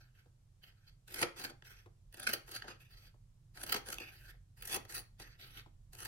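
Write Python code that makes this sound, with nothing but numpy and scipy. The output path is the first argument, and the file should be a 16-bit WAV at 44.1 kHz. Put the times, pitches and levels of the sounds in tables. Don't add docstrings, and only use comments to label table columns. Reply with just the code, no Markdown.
import sys
import numpy as np
from scipy import signal
from scipy.fft import rfft, irfft, next_fast_len
from scipy.io import wavfile
from scipy.ndimage import uniform_filter1d

SR = 44100
rng = np.random.default_rng(int(sys.argv[2]) if len(sys.argv) > 2 else 0)


def invert_db(x):
    u = np.asarray(x, float) / 20
    return 10 ** u


def generate_wav(sig):
    pcm = np.round(np.clip(np.atleast_2d(sig).T, -1, 1) * 32767).astype(np.int16)
    wavfile.write(sys.argv[1], SR, pcm)


N = 267819

CUT = dict(grain_depth_db=2.5, sheet_db=-5, low_db=-3, high_db=2, edge_db=-0.5, sing_db=2,
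           release_db_per_s=370)
SLIDE = dict(grain_depth_db=2.8, sheet_db=-12, low_db=-7, high_db=-2, edge_db=-10, sing_db=8,
             release_db_per_s=319)
STRIPS_WAY = dict(lag_ms=.91, sign=-1, pan_db=-1.5, shared=.9)
FIBRES_WAY = dict(lag_ms=.79, sign=-1, pan_db=.3, shared=.75)
SHEET_WAY = dict(lag_ms=-.25, sign=1, pan_db=3, shared=.97)

# start_s, force_db, length_ms, treble_db, sheet_db
SLIPS = [(1.081, -59.5, 8.7, 7, -10), (1.144, -39.5, 6.4, 5, -11), (1.216, -33.5, 4.5, 1, 3),
         (1.228, -20.5, 13, -11.5, -8), (1.449, -40, 13.6, -3.5, -8), (1.502, -53.5, 18, -2, 3),
         (1.623, -43.5, 4.6, -42, -9.5), (2.127, -62, 4, 10, -11), (2.145, -56.5, 11.5, 8.5, -4.5),
         (2.173, -57.5, 6.8, 11.5, -3.5), (2.2, -44, 8.1, 9, -7.5), (2.234, -46.5, 16, 3.5, -13),
         (2.273, -29, 13.7, -3.5, -15), (2.298, -40.5, 18, 3, -6), (2.337, -30, 10.2, 3, -12),
         (2.481, -52, 11, -7, -2.5), (2.517, -51.5, 9.7, 6.5, -27), (2.565, -39.5, 16, -6, -43),
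         (2.622, -44.5, 19, -17, -13), (2.646, -56, 38, -13.5, 6.5), (2.681, -44, 5, -11.5, -5),
         (3.637, -47.5, 12, 9, -2), (3.666, -46, 7, 4, -7), (3.696, -36, 4.5, 1.5, -9.5),
         (3.726, -27.5, 9.7, 3.5, -18.5), (3.745, -28, 8.2, -5, -4), (3.766, -37.5, 21, -5, -10),
         (3.885, -49.5, 4.3, -19, 4), (3.928, -49, 25, -3, -36), (3.984, -33.5, 2.1, -8, -9),
         (4.005, -50.5, 13, 0, 2.5), (4.625, -46, 6.8, 6, -13), (4.655, -54.5, 8.7, 14.5, -16),
         (4.677, -50, 9.6, 9.5, -14.5), (4.731, -50, 14, -8, -10), (4.747, -37.5, 9.8, 4.5, -3),
         (4.764, -37.5, 12.5, 2.5, 0.5), (4.852, -47.5, 6.5, -7, -5), (4.954, -45, 24, 4, -39),
         (4.974, -41, 3.8, -10, -9), (5.2, -48, 7.4, -4.5, 0), (5.576, -48.5, 19, -8.5, -20.5),
         (5.934, -55.5, 6, 6, -8.5), (6.005, -53, 5.1, 9.5, -19.5), (6.031, -53, 6.2, 3, -26),
         (6.053, -42.5, 10.4, 4.5, -27)]


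def scissors():
    slips = SLIPS + knocks() + chatter()
    grain = flicker(60)
    cut_db, slide_db = CUT["grain_depth_db"] * grain, SLIDE["grain_depth_db"] * grain
    return (blades(slide_db) + strips(slips, cut_db, slide_db)
            + fibres(slips, cut_db, slide_db) + sheet(slips, cut_db, slide_db))


# pitch_hz, width_hz, level_db
BLADES = [(2600, 90, 0.5), (3680, 110, 0), (4620, 150, 1), (5850, 93, -2), (10860, 320, -3.5),
          (12500, 650, -2), (13600, 900, -1.5)]


def blades(slide_db):
    force = rubbing(-60, slide_db - 12.5, treble=False)
    return ring(breaks(force, STRIPS_WAY, scatter_db=2.5), BLADES, contact(BLADES))


# pitch_hz, width_hz, level_db
STRIPS = [(1279, 150, 1), (1540, 196, 2), (1852, 230, 1), (2179, 160, -1), (2576, 280, -6),
          (3053, 240, -5.5), (3337, 200, -3), (3790, 520, -13.5), (4500, 162, -1), (5310, 360, -6),
          (5484, 490, -7), (6690, 260, -8.5)]
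HIGH_HZ = 3500


def strips(slips, cut_db, slide_db):
    _, slip_db, _, treble_db, _ = np.transpose(slips)
    rub = rubbing(cut_db, slide_db, treble=False)
    force = rub + jerks(slips, slip_db, tail=0.25)
    blunt_force = rub + jerks(slips, slip_db + .5 * np.minimum(treble_db, 0), tail=0.48)
    blunt_db = 20 * np.log10(blunt_force / force)
    gains_db = [db + blunt_db * (hz > HIGH_HZ) for db, (hz, *_) in zip(contact(STRIPS), STRIPS)]
    return ring(breaks(force, STRIPS_WAY, scatter_db=6.5), STRIPS, gains_db)


# pitch_hz, width_hz, level_db
FIBRES = [(8270, 1800, -10), (10570, 800, 10.5), (12070, 6330, 6), (14000, 2790, 6)]


def fibres(slips, cut_db, slide_db):
    _, slip_db, _, treble_db, _ = np.transpose(slips)
    rub = invert_db(0.49 * flicker(71)) * rubbing(cut_db, slide_db, treble=True)
    force = rub + jerks(slips, slip_db + treble_db, tail=0.29)
    return ring(breaks(force, FIBRES_WAY, scatter_db=4.0), FIBRES, contact(FIBRES))


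# pitch_hz, width_hz, level_db
SHEET = [(136, 210, -13), (268, 130, -5.5), (355.3, 62, 0), (493, 160, -0.5), (573.4, 217, -1.5),
         (815, 280, -5.5)]


def sheet(slips, cut_db, slide_db):
    _, slip_db, _, _, sheet_db = np.transpose(slips)
    rub = rubbing(cut_db + CUT["sheet_db"], slide_db + SLIDE["sheet_db"], treble=False)
    force = rub + jerks(slips, slip_db + sheet_db, tail=0.92)
    return ring(breaks(force, SHEET_WAY, scatter_db=6), SHEET, [wander(1.7) for _ in SHEET])


# start_s, end_s, start_level_db, end_level_db, sing_hz, treble_db
CUTS = [(1.077, 1.219, -65.5, -37, 1620, 2), (1.367, 1.451, -51, -45, 4550, -2),
        (2.128, 2.352, -64, -47.5, 3060, 0.5), (2.465, 2.566, -64, -46.5, 1550, -1.5),
        (2.686, 2.678, -42, -40.5, 2520, -5), (3.55, 3.757, -60, -45, 3200, 1.5),
        (3.862, 3.952, -48, -53.5, 1520, -1.5), (4.572, 4.743, -70.5, -39.5, 2490, 2),
        (4.896, 4.991, -51.5, -50.5, 4500, 3.5), (5.198, 5.22, -55.5, -53, 2460, -2),
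        (5.932, 6.074, -60, -52, 2510, 4)]
# start_s, end_s, start_level_db, end_level_db, sing_hz, treble_db
SLIDES = [(0.01, 0.056, -65.5, -68, 1560, -19), (0.153, 0.269, -65.5, -81, 1590, -10),
          (0.634, 0.724, -56.5, -72, 3050, -15), (0.773, 0.857, -79, -73.5, 1550, -17),
          (0.876, 0.873, -63, -63, 4500, -16), (1.651, 1.8, -56.5, -60.5, 5850, -12.5),
          (2.804, 2.891, -60, -75.5, 2600, -6), (2.909, 3.07, -62.5, -63.5, 4620, -8.5),
          (3.986, 4.075, -58, -50, 2600, -8), (4.123, 4.305, -61.5, -59, 1685, -5),
          (5.24, 5.342, -58, -66, 1830, -15), (5.395, 5.443, -55, -51, 3680, -6),
          (5.464, 5.583, -63.5, -49.5, 3690, -8.5)]
ATTACK_DB_PER_S, TREBLE_SAG_DB_PER_S = 1295, 85


def rubbing(cut_db, slide_db, treble):
    t = np.arange(0, N / SR + .002, .001)
    out = 1e-6
    for table, kind, gain_db in ((CUTS, CUT, cut_db), (SLIDES, SLIDE, slide_db)):
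        release_db_per_s = kind["release_db_per_s"] + treble * TREBLE_SAG_DB_PER_S
        level = 0
        for start, end, start_db, end_db, _, treble_db in table:
            run_db = np.interp(t, [start, end], [start_db, end_db]) + treble * treble_db
            attack_db = ATTACK_DB_PER_S * np.maximum(start - t, 0)
            release_db = release_db_per_s * np.maximum(t - end, 0)
            level = level + invert_db(run_db - attack_db - release_db)
        out = out + invert_db(gain_db) * curve(t, level)
    return out


LOW_HZ, EDGE_HZ = 2000, (6200, 9500)


def contact(modes):
    rows = sorted((start, sing_hz, kind["low_db"], kind["high_db"], kind["edge_db"], kind["sing_db"])
                  for table, kind in ((CUTS, CUT), (SLIDES, SLIDE))
                  for start, _, _, _, sing_hz, _ in table)
    start, sing_hz, low_db, high_db, edge_db, sing_db = np.transpose(rows)
    now = np.maximum(np.searchsorted(start - .01, np.arange(N) / SR, "right") - 1, 0)
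    gains_db = []
    for hz, width, _ in modes:
        band_db = (low_db * (hz < LOW_HZ) + high_db * (HIGH_HZ < hz < EDGE_HZ[0])
                   + edge_db * (EDGE_HZ[0] < hz < EDGE_HZ[1]))
        held_db = band_db + sing_db * np.exp(-((hz - sing_hz) / width) ** 2)
        gains_db.append(held_db[now] + wander(3))
    return gains_db


CHATTER_GAP_S, CHATTER_DB = .028, 6
CHATTER_GROWS = 0.582
CHATTER_MS, CHATTER_TREBLE_DB, CHATTER_SHEET_DB = 4.7, 1, -8


def chatter():
    rows = []
    for start, end, start_db, end_db, *_ in CUTS:
        gap, size = rng.random((12, 2)).T
        times = start + CHATTER_GAP_S * np.cumsum(.5 + gap)
        for s, u in zip(times, size):
            if s < end:
                swell_db = CHATTER_GROWS * (end_db - start_db) * (s - start) / (end - start)
                slip_db = start_db + swell_db + CHATTER_DB + 6 * (u - .5)
                rows.append((s, slip_db, CHATTER_MS, CHATTER_TREBLE_DB, CHATTER_SHEET_DB))
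    return rows


# start_s, force_db
KNOCKS = [(0.26, -74.5), (1.861, -65), (3.143, -77), (4.341, -76.5), (5.662, -70)]
KNOCK_MS, KNOCK_TREBLE_DB, KNOCK_SHEET_DB = 7.5, -29, 17.5


def knocks():
    return [(s, db, KNOCK_MS, KNOCK_TREBLE_DB, KNOCK_SHEET_DB) for s, db in KNOCKS]


def jerks(slips, force_db, tail):
    force, t = np.zeros(N), np.arange(-SR // 25, SR // 12)
    for (s, _, ms, treble_db, _), db in zip(slips, force_db):
        x = t / (ms / 1000 * SR)
        rise = np.clip(.46 + .02 * treble_db, .18, .5)
        swell = np.exp(-np.abs(x / rise) ** 3.9)
        fall = np.exp(-np.abs(x / tail) ** 0.91)
        at = np.clip(int(s * SR) + t, 0, N - 1)
        force[at] += invert_db(db) * np.where(x < 0, swell, fall)
    return force


def breaks(force, way, scatter_db):
    clicks = rng.standard_normal((3, N)) * invert_db(scatter_db * rng.standard_normal((3, N)))
    common = np.sqrt(way["shared"]) * unit(clicks[0])
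    own = np.sqrt(1 - way["shared"]) * unit(clicks[1:])
    left, right = force * (common + own)
    size = next_fast_len(N + 99)
    hz = np.arange(size // 2 + 1) * SR / size
    late = np.exp(-2j * np.pi * hz * way["lag_ms"] / 1000)
    left = irfft(rfft(left, size) * late, size)[:N]
    return np.array([way["sign"] * invert_db(way["pan_db"] / 2) * left, invert_db(-way["pan_db"] / 2) * right])


def ring(x, modes, gains_db):
    out = 0
    for k, ((hz, width, db), gain_db) in enumerate(zip(modes, gains_db)):
        b, a = signal.iirpeak(hz, hz / width, SR)
        out = out + (-1) ** k * invert_db(db) * signal.lfilter(b, a, x * invert_db(gain_db))
    return out / np.sqrt(sum(invert_db(2 * db) * np.pi * width / SR for _, width, db in modes))


def wander(db):
    return db * flicker(20)


def flicker(rate):
    k = int(SR / rate)
    return uniform_filter1d(np.repeat(rng.standard_normal(N // k + 1), k), k)[:N]


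def curve(s, value):
    return np.interp(np.arange(N) / SR, s, value)


def unit(x):
    return x / np.sqrt(np.mean(x ** 2))


ROOM_T60_S, ROOM_DB = 0.28, -14


def room(x):
    t = np.arange(SR // 2) / SR
    dull = signal.lfilter([1], [1, -.75], rng.standard_normal((2, len(t))))
    tail = dull * invert_db(-60 * t / ROOM_T60_S) * (t > .003)
    tail = tail / np.sqrt(np.sum(tail ** 2) / 2)
    return invert_db(ROOM_DB) * signal.fftconvolve(x[::-1], tail, axes=1)[:, :N]


def tinted(points, channels):
    hz, db = np.transpose(points)
    f = np.arange(N // 2 + 1) * SR / N + 1
    shape = invert_db(np.interp(np.log(f), np.log(hz), db))
    return unit(irfft(rfft(rng.standard_normal((channels, N))) * shape, N))


# pitch_hz, density_db (per Hz)
ROOM_HUM = [(15, -10), (25, -6), (45, 4), (70, -16.5), (98, 0), (146, -10.5), (185, -18.5), (235, -30),
            (1000, -62.5)]
# pitch_hz, density_db (per Hz)
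HISS = [(300, 2), (2200, -10.5), (7500, -9.5), (10500, -13), (13800, -19), (14400, -37)]
# start_s, level_db
RUMBLE = [(0.0, -66.5), (1.34, -62.5), (6.07, -59.5)]
TONE_HZ, TONE_DB, HISS_DB = 125.3, -68.5, -80.5


def background():
    near, apart = tinted(ROOM_HUM, channels=2)
    rumble = invert_db(curve(*np.transpose(RUMBLE))) * (near + 0.095 * apart * np.array([[1], [-1]]))
    tone = invert_db(TONE_DB + 2.0 * flicker(5.8)) * np.sin(2 * np.pi * TONE_HZ * np.arange(N) / SR)
    balance = invert_db(np.array([[-1.3], [1.3]]))
    return (rumble + tone) * balance + invert_db(HISS_DB) * tinted(HISS, channels=2)


def scene():
    cut = scissors()
    return cut + room(cut) + background()


def roll_off(x):
    return signal.sosfilt(signal.butter(12, 16710, fs=SR, output="sos"), x)


def record(dry):
    top_hz = 15900
    lowpass = signal.ellip(8, .2, 70, top_hz, fs=SR, output="sos")
    mix = signal.sosfilt(lowpass, dry)
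    return roll_off(mix)


dry = scene()
out = record(dry)
generate_wav(out)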